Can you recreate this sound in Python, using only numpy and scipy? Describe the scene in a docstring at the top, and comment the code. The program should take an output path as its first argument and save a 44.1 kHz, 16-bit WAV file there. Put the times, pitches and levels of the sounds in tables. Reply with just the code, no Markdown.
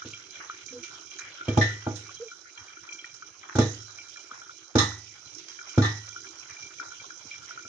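"""At a gas stove, dried peas fry in oil under a thin steel lid. Steam bubbles spit: each is a short note that also
rings the pan. Now and then a pea bursts with a thump and a crack, and the lid lands on the rim with a clang; both
ring the modes of the lid, with noise around them. Short low hums, fizzes and splashes come between.
Behind them lie shaped noises: simmering and hissing oil, and the rumble of the gas flame.
The left microphone port is shaded and hears little treble."""
import sys
import numpy as np
from scipy import signal
from scipy.fft import rfft, irfft, next_fast_len
from scipy.io import wavfile
from scipy.ndimage import uniform_filter1d, map_coordinates

SR = 44100
rng = np.random.default_rng(int(sys.argv[2]) if len(sys.argv) > 2 else 0)


def wav_out(sig):
    """Save sig, one row per channel (or a flat mono array), as 16-bit PCM at SR to the path in sys.argv[1]."""
    wavfile.write(sys.argv[1], SR, np.round(np.clip(np.atleast_2d(sig).T, -1, 1) * 32767).astype(np.int16))


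N = 338688

# bursting peas: t/s, blow level/dB, lows below the hinge/dB, brightness above it/(dB per octave),
# modes near the knock/dB
BURSTS = [(0.05, -35.5, -8.5, -2, -10), (1.482, -19.5, -4.5, 0, -7), (1.573, -13.5, -3, 0.43, 5),
          (1.866, -23.5, -3, -1.5, 10.5), (3.554, -25.5, 2.5, 2.9, 0), (3.585, -10.5, -4.5, 1, -2),
          (4.309, -49.5, -32, 3, -4), (4.754, -12, -2, 1.1, -3), (5.777, -15.5, 1.5, 0.1, -1),
          (7.243, -45, -26, -3.5, -7), (7.647, -50.5, -6, 0, 0.5)]
# ringing modes of the lid and the air under it: f/Hz, relative level/dB, time to fall 60 dB/s
LID_MODES = [(84, -14, 0.58), (106.2, 2.5, 0.46), (129.1, -5.5, .3), (250, -4, 0.14), (303.6, -9, 0.31),
             (328, -2, 0.21), (368.5, -5.5, 0.22), (440.7, -0.5, 0.21), (490, -2, 0.29), (637, -2, .2),
             (782, -4.5, 0.044), (832, -5, 0.18), (1200, -3, 0.18), (1380, -10.5, 0.12), (1550, -18, 0.18),
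             (1792, -2, 0.29), (1922, -7.5, 0.42), (1978, -9, 0.48), (3120, -12.5, 0.059), (3490, -7, 0.16),
             (3600, -3, 0.2), (4190, -6.5, 0.18), (3920, -6.5, 0.33), (4750, -14, 0.29), (5280, -6, .2),
             (5500, -3, 0.22), (5520, -5, 0.16), (6210, -0.5, 0.13), (7160, -3.5, 0.07),
             (8650, -0.5, 0.069)]
# how alike left and right are: f/Hz, likeness (1 = the same, 0 = unrelated)
LIKENESS = [(60, 0.86), (140, 0.57), (320, 0.68), (750, 0.42), (1730, 0.02), (4010, 0.01), (9280, 0.1)]
KNOCK_HZ, CLANG_HZ = 800, 1850  # the colour point that is set anew for each burst, and for each landing


def bursting_peas():
    """A bursting pea thumps the lid, which rings mostly low and flexes back; the pea's skin cracks."""
    # shared colour of the bursts: f/Hz, level/dB before each burst's own tone
    burst_colour = [(105, 0), (298, 0), (480, -12), (KNOCK_HZ, -10), (1400, -18.5), (5600, -21)]
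    # how fast the air puff of a burst dies away: f/Hz, time to fall 60 dB/s
    puff_fading = [(70, 0.47), (300, 0.33), (1000, 0.31), (2000, 0.38), (9000, .07)]
    hinge_hz, flex_hz, flex_delay_s = 299, 270, 0.0128
    crack_db, crack_t60_s = -24, 0.012  # the crack starts this far from the blow level, and dies this fast
    out, t = np.zeros((2, N + SR)), np.arange(SR // 30) / SR
    late = t - flex_delay_s
    flex = np.exp(-(late / 0.003) ** 2) * np.cos(2 * np.pi * flex_hz * late) * np.ones((2, 1))
    for s, db, *tone in BURSTS:
        colour = tinted(burst_colour, hinge_hz, KNOCK_HZ, *tone)
        thump = struck(LID_MODES[:14], colour, puff_fading, rise_s=0.0017, punch=1.1, spray_db=10.5, chatter=0.21)
        crack = amp(crack_db - 60 * t / crack_t60_s) * rng.standard_normal((2, len(t)))
        add(out, s, amp(db) * thump)
        add(out, s, -amp(db - 0.5) * flex)
        add(out, s, amp(db) * crack)
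    return out[:, :N]


def landing_lid():
    """The lid lands on the rim and rings its higher modes."""
    # landings: t/s, blow level/dB, lows below the hinge/dB, brightness above it/(dB per octave),
    # modes near the clang/dB
    landings = [(1.611, -22, -9.5, -2.5, 5.5), (1.955, -57.5, -9, 14, 0), (3.6117, -34.5, -4, 3.5, 0),
                (4.782, -21.5, 4.5, 4, -3), (4.7992, -25, 5.5, -4.9, -0.5), (5.8196, -28, 5.5, -0.2, -0.5),
                (5.8441, -25, 2.5, -2.5, 1)]
    # shared colour of the landings: f/Hz, level/dB before each landing's own tone
    landing_colour = [(500, -63.5), (847, -2), (1200, -0.92), (CLANG_HZ, 0), (3740, -3), (5700, -9.5),
                      (9200, -12.5)]
    # how fast thrown oil and the room die away: f/Hz, time to fall 60 dB/s
    spray_fading = [(70, .4), (300, 0.86), (1000, 0.33), (4000, 0.37), (9000, 0.35)]
    hinge_hz = 1700
    out = np.zeros((2, N + SR))
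    for s, db, *tone in landings:
        colour = tinted(landing_colour, hinge_hz, CLANG_HZ, *tone)
        clang = struck(LID_MODES[10:], colour, spray_fading, rise_s=0.0025, punch=0.1, spray_db=9.5, chatter=0.09)
        add(out, s, amp(db) * clang)
    return out[:, :N]


def struck(modes, colour, fading, rise_s, punch, spray_db, chatter):
    """Lid modes ring with the colour of the blow; noise crowds round them and dies band by band."""
    t = np.arange(SR * 2 // 3) / SR
    hz, db, t60 = np.transpose(modes)[:, :, None]
    chance = rng.standard_normal((2, len(modes), 1))
    level = amp(db + along(colour, hz) + 1.8 * chance[0] - 60 * t / t60)
    level *= 1 + punch * amp(-60 * t / 0.03)  # the lid is loudest at first, while it is off the rim

    # a loose lid blurs its high modes: their phases wander
    knots = rng.standard_normal((len(modes), 200)).cumsum(1)
    wander = np.array([np.interp(t, np.arange(200) * 0.004, k - k[0]) for k in knots])
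    phase = 2 * np.pi * hz * t + chatter * np.sqrt(hz / 1000) * wander

    # the microphone ports disagree on short waves
    likeness = np.clip(along(LIKENESS, hz) ** 2 * 3.3, 0, 1)
    lead = np.arccos(likeness) / 2 * np.sign(chance[1])
    ring = np.array([-(level * np.sin(phase + side * lead)).sum(0) for side in (1, -1)])

    # noise with a hump of power round every lid mode
    f, frames, z = signal.stft(rng.standard_normal((2, len(t))), SR, nperseg=256, noverlap=192)
    humps = sum(amp(2 * d) / (1 + ((f - c) / (0.033 * c + 40)) ** 4) for c, d, _ in LID_MODES)
    crowd = np.sqrt(humps + 0.051)[:, None]
    decay_db = -60 * frames / along(fading, f)[:, None]
    z = paired(z, f) * crowd * amp(along(colour, f)[:, None] + spray_db + decay_db)
    spray = signal.istft(z, SR, nperseg=256, noverlap=192)[1][:, :len(t)]
    return (ring + spray) * (1 - np.exp(-t / rise_s))


def tinted(colour, hinge_hz, accent_hz, low_db, tilt_db, accent_db):
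    """The shared colour of a kind of blow, with the lows, brightness and accent of one blow."""
    points = []
    for hz, db in colour:
        tone_db = low_db if hz < hinge_hz else tilt_db * np.log2(hz / hinge_hz)
        points.append((hz, db + tone_db + accent_db * (hz == accent_hz)))
    return points


def humming_lid():
    """Short low gliding hums, as of the lid rocking: driven unevenly, then ringing out."""
    # hums: t/s, driven length/s, start f/Hz, end f/Hz, relative level/dB
    hums = [(0.708, 0.098, 269, 241, -50), (0.725, 0.056, 490, 486, -40.5), (0.777, 0.062, 318, 348, -48),
            (2.199, 0.038, 431, 490, -36), (2.238, 0.034, 454, 446, -45.5)]
    out, t = np.zeros((2, N + SR)), np.arange(SR // 3) / SR
    for s, length, start_hz, end_hz, db in hums:
        pitch = np.interp(t, [0, length], [start_hz, end_hz])
        uneven = amp(3.6 * np.interp(t, np.arange(40) * 0.0105, rng.standard_normal(40)))
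        ring_out = amp(-60 * np.maximum(t - length, 0) / 0.065)
        shape = uneven * (1 - np.exp(-t / 0.0021)) * ring_out
        add(out, s, amp(db) * shape * np.sin(2 * np.pi * np.cumsum(pitch) / SR) * np.ones((2, 1)))
    return out[:, :N]


def pan():
    """Close pairs of pan modes, struck by single spits and by a patter that follows the simmer; spits also sing."""
    # pan mode pairs: f/Hz, second f/Hz, time to fall 60 dB/s, left lead/rad,
    # relative patter level/dB, answer to a spit/dB
    mode_pairs = [(330.3, 372, 0.13, 0.35, -6.5, -3), (1397.7, 1445, 0.099, -1.5, -2, 0),
                  (2341, 2375, .14, -1.07, -4.5, -1), (3189, 3215, 0.11, -1.5, -11.5, -2.5),
                  (4074, 4010, 0.19, 5, -12, -12)]
    # single spits, each a bubble with a note that strikes the pan; the rows at the burst times are the bursting
    # peas striking the pan, with a short note where it rings most: t/s, note f/Hz, relative level/dB
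    spits = [(0.0201, 1300, -32), (0.1344, 2680, -35.5), (0.3543, 2350, -36.5), (0.37, 1810, -41),
             (0.498, 1280, -28), (0.6845, 2350, -39), (0.833, 2390, -36.5), (0.942, 3600, -43),
             (1.1136, 2820, -39.5), (1.1883, 1690, -35), (1.4101, 1420, -32.5), (1.483, 2780, -30.5),
             (1.543, 3500, -43), (1.574, 2850, -31), (1.8682, 1390, -33.5), (2.092, 1140, -39.5),
             (2.169, 3200, -44.5), (2.2822, 2310, -40.5), (2.3144, 1420, -39.5), (2.5755, 2880, -37),
             (2.682, 2320, -40), (2.7703, 1414, -41), (2.8893, 2380, -36.5), (2.9226, 2370, -34.5),
             (2.991, 3140, -35.5), (3.043, 1900, -32), (3.094, 2380, -42.5), (3.2227, 1300, -33.5),
             (3.4311, 2070, -39.5), (3.5533, 1480, -28.5), (3.586, 1440, -26), (3.9853, 2400, -39.5),
             (4.16, 1700, -39.5), (4.171, 2300, -42), (4.312, 1264, -32), (4.4163, 1520, -40.5),
             (4.494, 1300, -38.5), (4.7549, 1420, -27.5), (4.916, 1300, -38), (5.483, 3200, -44),
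             (5.589, 1700, -33.5), (5.6132, 1430, -39), (5.69, 2300, -40), (5.7798, 1447, -19),
             (6.2682, 2300, -43.5), (6.5049, 2380, -45), (6.6237, 2280, -41.5), (6.6661, 2300, -42.5),
             (6.785, 2330, -43), (6.799, 1430, -28), (6.9167, 1490, -37), (6.999, 2300, -37),
             (7.042, 1090, -39.5), (7.1038, 1580, -35), (7.3112, 2350, -37.5), (7.3571, 2200, -38),
             (7.5083, 1420, -37), (7.5756, 1335, -31), (7.651, 1395, -38.5)]
    detune_db_per_octave = 23.5  # a spit strikes hardest the pan pair nearest to its note
    patter_per_s, clump_s, clump_db = 160, 0.12, 4  # the patter comes and goes in clumps
    out, t = np.zeros((2, N + SR)), np.arange(SR // 4) / SR
    short = t[:SR // 16]
    busy = np.pad(flow(column=1), ((0, 0), (0, SR)))
    for hz, second_hz, t60, lead, patter_db, answer_db in mode_pairs:
        phase = np.array([[lead / 2], [-lead / 2]])
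        tones = np.sin(2 * np.pi * hz * t + phase) + 0.86 * np.sin(2 * np.pi * second_hz * t + phase)
        ring = amp(-60 * t / t60) * tones * (1 - np.exp(-t / 0.0016))

        hits = rng.random(N + SR) < patter_per_s / SR
        patter = hits * amp(3.45 * rng.exponential(1, N + SR)) * rng.choice([-1, 1], N + SR)
        clumps = map_coordinates(rng.standard_normal(100), [np.arange(N + SR) / SR / clump_s])
        blows = amp(patter_db - 11 + clump_db * clumps) * busy * patter

        for s, note_hz, db in spits:  # a first blow, then a short sputter
            sputter = 0.03 * amp(-60 * short / 0.093) * rng.standard_normal(len(short))
            detune_db = detune_db_per_octave * abs(np.log2(note_hz / hz))
            add(blows, s, amp(db + answer_db - detune_db) * ((short == 0) + sputter)[None])
        out += signal.fftconvolve(blows, ring, axes=1)[:, :N + SR]

    for s, hz, db in spits:  # the bubble's own note: higher notes die sooner
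        phase = 2 * np.pi * hz * short + rng.uniform(0, 2 * np.pi, (2, 1))
        fade = amp(db + 6 - 60 * short * hz / 35)
        add(out, s, fade * (1 - np.exp(-short / 0.0012)) * np.sin(phase))
    return out[:, :N]


def fizz():
    """A crowd of tiny bubbles boils up at once: grainy noise about an octave wide, fading."""
    # sudden fizzes: t/s, level before the fade/dB, centre f/Hz
    fizzes = [(0.048, -45.5, 3130), (.4, -40.5, 1400), (.83, -46.5, 2980), (.9, -51.5, 1070),
              (1.189, -44, 1700), (2.57, -47.5, 1280), (2.83, -48, 1400), (3.048, -53, 1740),
              (3.433, -47, 1150), (3.487, -42, 1380), (4.33, -48, 1280), (5.38, -48, 3300),
              (5.481, -51, 1550), (6.33, -53, 1100), (6.491, -47.5, 1580), (6.82, -46, 1220),
              (7.3, -56.5, 3040), (7.475, -49, 1820)]
    t60_s = 0.43
    out, t = np.zeros((2, N + SR)), np.arange(SR // 3) / SR
    hz = np.fft.rfftfreq(len(t), 1 / SR)
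    for s, db, centre_hz in fizzes:
        grain_gain = amp(3.0 * np.repeat(rng.standard_normal(len(t) // 100), 100))
        grains = rng.standard_normal((2, len(t))) * grain_gain
        hump = np.exp(-(np.log((hz + 1) / centre_hz) / 0.5) ** 2)
        band = irfft(rfft(grains) * hump, len(t))
        add(out, s, amp(db - 60 * t / t60_s) * (1 - np.exp(-t / 0.003)) * unit(band))
    return out[:, :N]


def oil_and_flame():
    """Noise of simmering, hissing oil and a rumbling flame; hiss and rumble swell after each burst."""
    # colour of the simmer: f/Hz, relative level/dB
    simmer_colour = [(240, -39), (400, -13), (1100, -10), (1420, -0.5), (1890, -12.5), (2320, -3.5),
                     (2620, -10.5), (3150, -4.5), (4600, -22), (5980, -34), (10100, -120)]
    # colour of the hiss: f/Hz, relative level/dB
    hiss_colour = [(2400, -45), (3700, -16), (3950, 1.5), (4200, -11.5), (4870, -2.5), (5200, -1.5),
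                   (5600, 6), (6400, 3), (7000, -5.5), (10000, -5.5)]
    # colour of the flame: f/Hz, relative level/dB
    flame_colour = [(18, -48.5), (30, 3), (107, 11), (150, -53.5), (316, 0), (377, -1.5), (409, -8.5),
                    (500, -7), (650, -47.5), (1100, -120)]
    # bright splashes of oil: t/s, relative level/dB
    splashes = [(0.6594, -30.5), (0.829, -33.5), (1.1872, -33), (2.1435, -33), (2.9278, -33), (3.1404, -34),
                (5.3474, -35), (5.484, -34), (5.694, -32.5), (7.427, -38)]
    stir_hiss_db, stir_rumble_db = -41, -46  # top of the swell after a 0 dB blow
    simmer = flow(column=1) * rush(simmer_colour, patchy_db=4.0, grain_db=2.0, grain_s=0.01)
    hiss_gain = flow(column=2, bursts=splashes) + stirred(stir_hiss_db)
    hiss = hiss_gain * rush(hiss_colour, patchy_db=2.0, grain_db=2.0, grain_s=0.006)
    rumble_gain = flow(column=3) + stirred(stir_rumble_db)
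    rumble = rumble_gain * rush(flame_colour, patchy_db=3.5, grain_db=0.9, grain_s=0.012)
    return simmer + hiss + rumble


def flow(column, bursts=()):
    """Gain over time of the simmer, hiss or flame, with any sudden splashes that die away."""
    # steady levels of oil and flame: t/s, simmer level/dB, hiss level/dB, flame level/dB
    steady = [(0.0, -52.5, -48, -62.5), (1.1, -53, -46.5, -62.5), (1.41, -47, -50, -59),
              (2.4, -57, -49.5, -66.5), (3.47, -56, -50.5, -65), (4.11, -53, -46.5, -67),
              (4.72, -57.5, -50, -73), (5.2, -57, -49, -62), (5.67, -52.5, -47.5, -69),
              (6.2, -54, -45, -64), (7.68, -53, -47, -60)]
    splash_t60_s = 0.11
    s, db = np.transpose(steady)[[0, column]]
    gain = amp(np.interp(np.arange(N + SR) / SR, s, db))[None]
    t = np.arange(SR // 3) / SR
    for start, burst_db in bursts:  # noise peaks stand well above its mean level, hence the 8.5 dB
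        add(gain, start, amp(burst_db - 8.5 - 60 * t / splash_t60_s)[None])
    return gain[:, :N]


def stirred(top_db):
    """Gain that swells and settles after each burst, as the oil is stirred up."""
    rise_s, grows = 0.1, 0.56  # time to the top of the swell; dB of swell per dB of blow
    start = np.array([[s] for s, *_ in BURSTS])
    u = np.maximum(np.arange(N) / SR - start, 0) / rise_s
    size = amp([[top_db + grows * db] for _, db, *_ in BURSTS])
    return (size * u ** 2 * np.exp(2 - 2 * u)).sum(0)


def rush(spectrum, patchy_db, grain_db, grain_s):
    """Stereo noise of rms 1: patches of random gain, and spiky swells from single bubbles."""
    spikes = uniform_filter1d(rng.exponential(1, N) ** 2.2, max(2, round(grain_s * SR)))
    grains = amp(grain_db * (spikes - spikes.mean()) / spikes.std())
    hz, _, z = signal.stft(grains * rng.standard_normal((2, N)), SR, nperseg=512)
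    # random gains smoothed over frequency, then over time
    patches = uniform_filter1d(rng.standard_normal(z.shape[1:]), 10, 0)
    patches = unit(uniform_filter1d(patches, 8, 1))
    z = paired(z, hz) * amp(patchy_db * patches + along(spectrum, hz)[:, None])
    return unit(signal.istft(z, SR, nperseg=512)[1][:, :N])


def paired(z, hz):
    """Two unrelated spectra mixed into a left-right pair, most alike in the bass."""
    turn = np.arccos(np.clip(along(LIKENESS, hz), -1, 1))[:, None] / 2
    middle, side = np.cos(turn) * z[0], np.sin(turn) * z[1]
    return np.array([middle + side, middle - side])


def amp(db):
    """dB to gain."""
    return 10 ** (np.asarray(db) / 20)


def unit(x):
    """Scaled to rms 1."""
    return x / np.sqrt(np.mean(x ** 2) + 1e-20)


def along(points, hz):
    """Reads a value between (Hz, value) points on a log frequency axis."""
    f, v = np.transpose(points)
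    return np.interp(np.log(hz + 1), np.log(f + 1), v)


def filtered(x, response):
    """x times a response of frequency."""
    m = next_fast_len(N + SR // 2)
    return irfft(rfft(x, m) * response(np.fft.rfftfreq(m, 1 / SR)), m)[..., :N]


def add(out, s, sound):
    """Mixes a sound into out, starting at s seconds."""
    start = round(s * SR)
    out[:, start:start + sound.shape[1]] += sound


def scene():
    """Bursting peas, the lid, the spitting pan, fizzes, oil and flame."""
    return bursting_peas() + landing_lid() + humming_lid() + pan() + fizz() + oil_and_flame()


def record(dry):
    """Bass cut and colour of the microphone, left port shaded from the treble, nothing above the band limit."""
    # shading of the left port: f/Hz, left minus right level/dB
    shade = [(60, -5), (88, -1), (130, -0.5), (190, 2), (280, -1.5), (420, -4), (610, 2), (910, -6.5),
             (1330, 0.5), (1970, 2.5), (2900, 0), (4270, -11.5), (6300, -21), (9280, -17.5)]
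    # colour of the microphone: f/Hz, level/dB
    mic_colour = [(6800, 0), (7400, -7.5), (8000, -30.5), (8500, -17.5), (9300, -15.5), (9800, -24)]
    top_hz, bass_cut_hz = 9890, 78

    def ports(hz):
        """Frequency response of the left and right port."""
        left = amp(along(shade, hz))
        jw = 1j * hz / bass_cut_hz
        bass_cut = (jw ** 2 / (jw ** 2 + 1.41 * jw + 1)) ** 2
        balance = np.array([left, np.ones_like(left)]) * 2 / (1 + left)  # the two gains average 1
        return balance * amp(along(mic_colour, hz)) * bass_cut * (hz < top_hz)
    return filtered(dry, ports)


dry = scene()
out = record(dry)
wav_out(out)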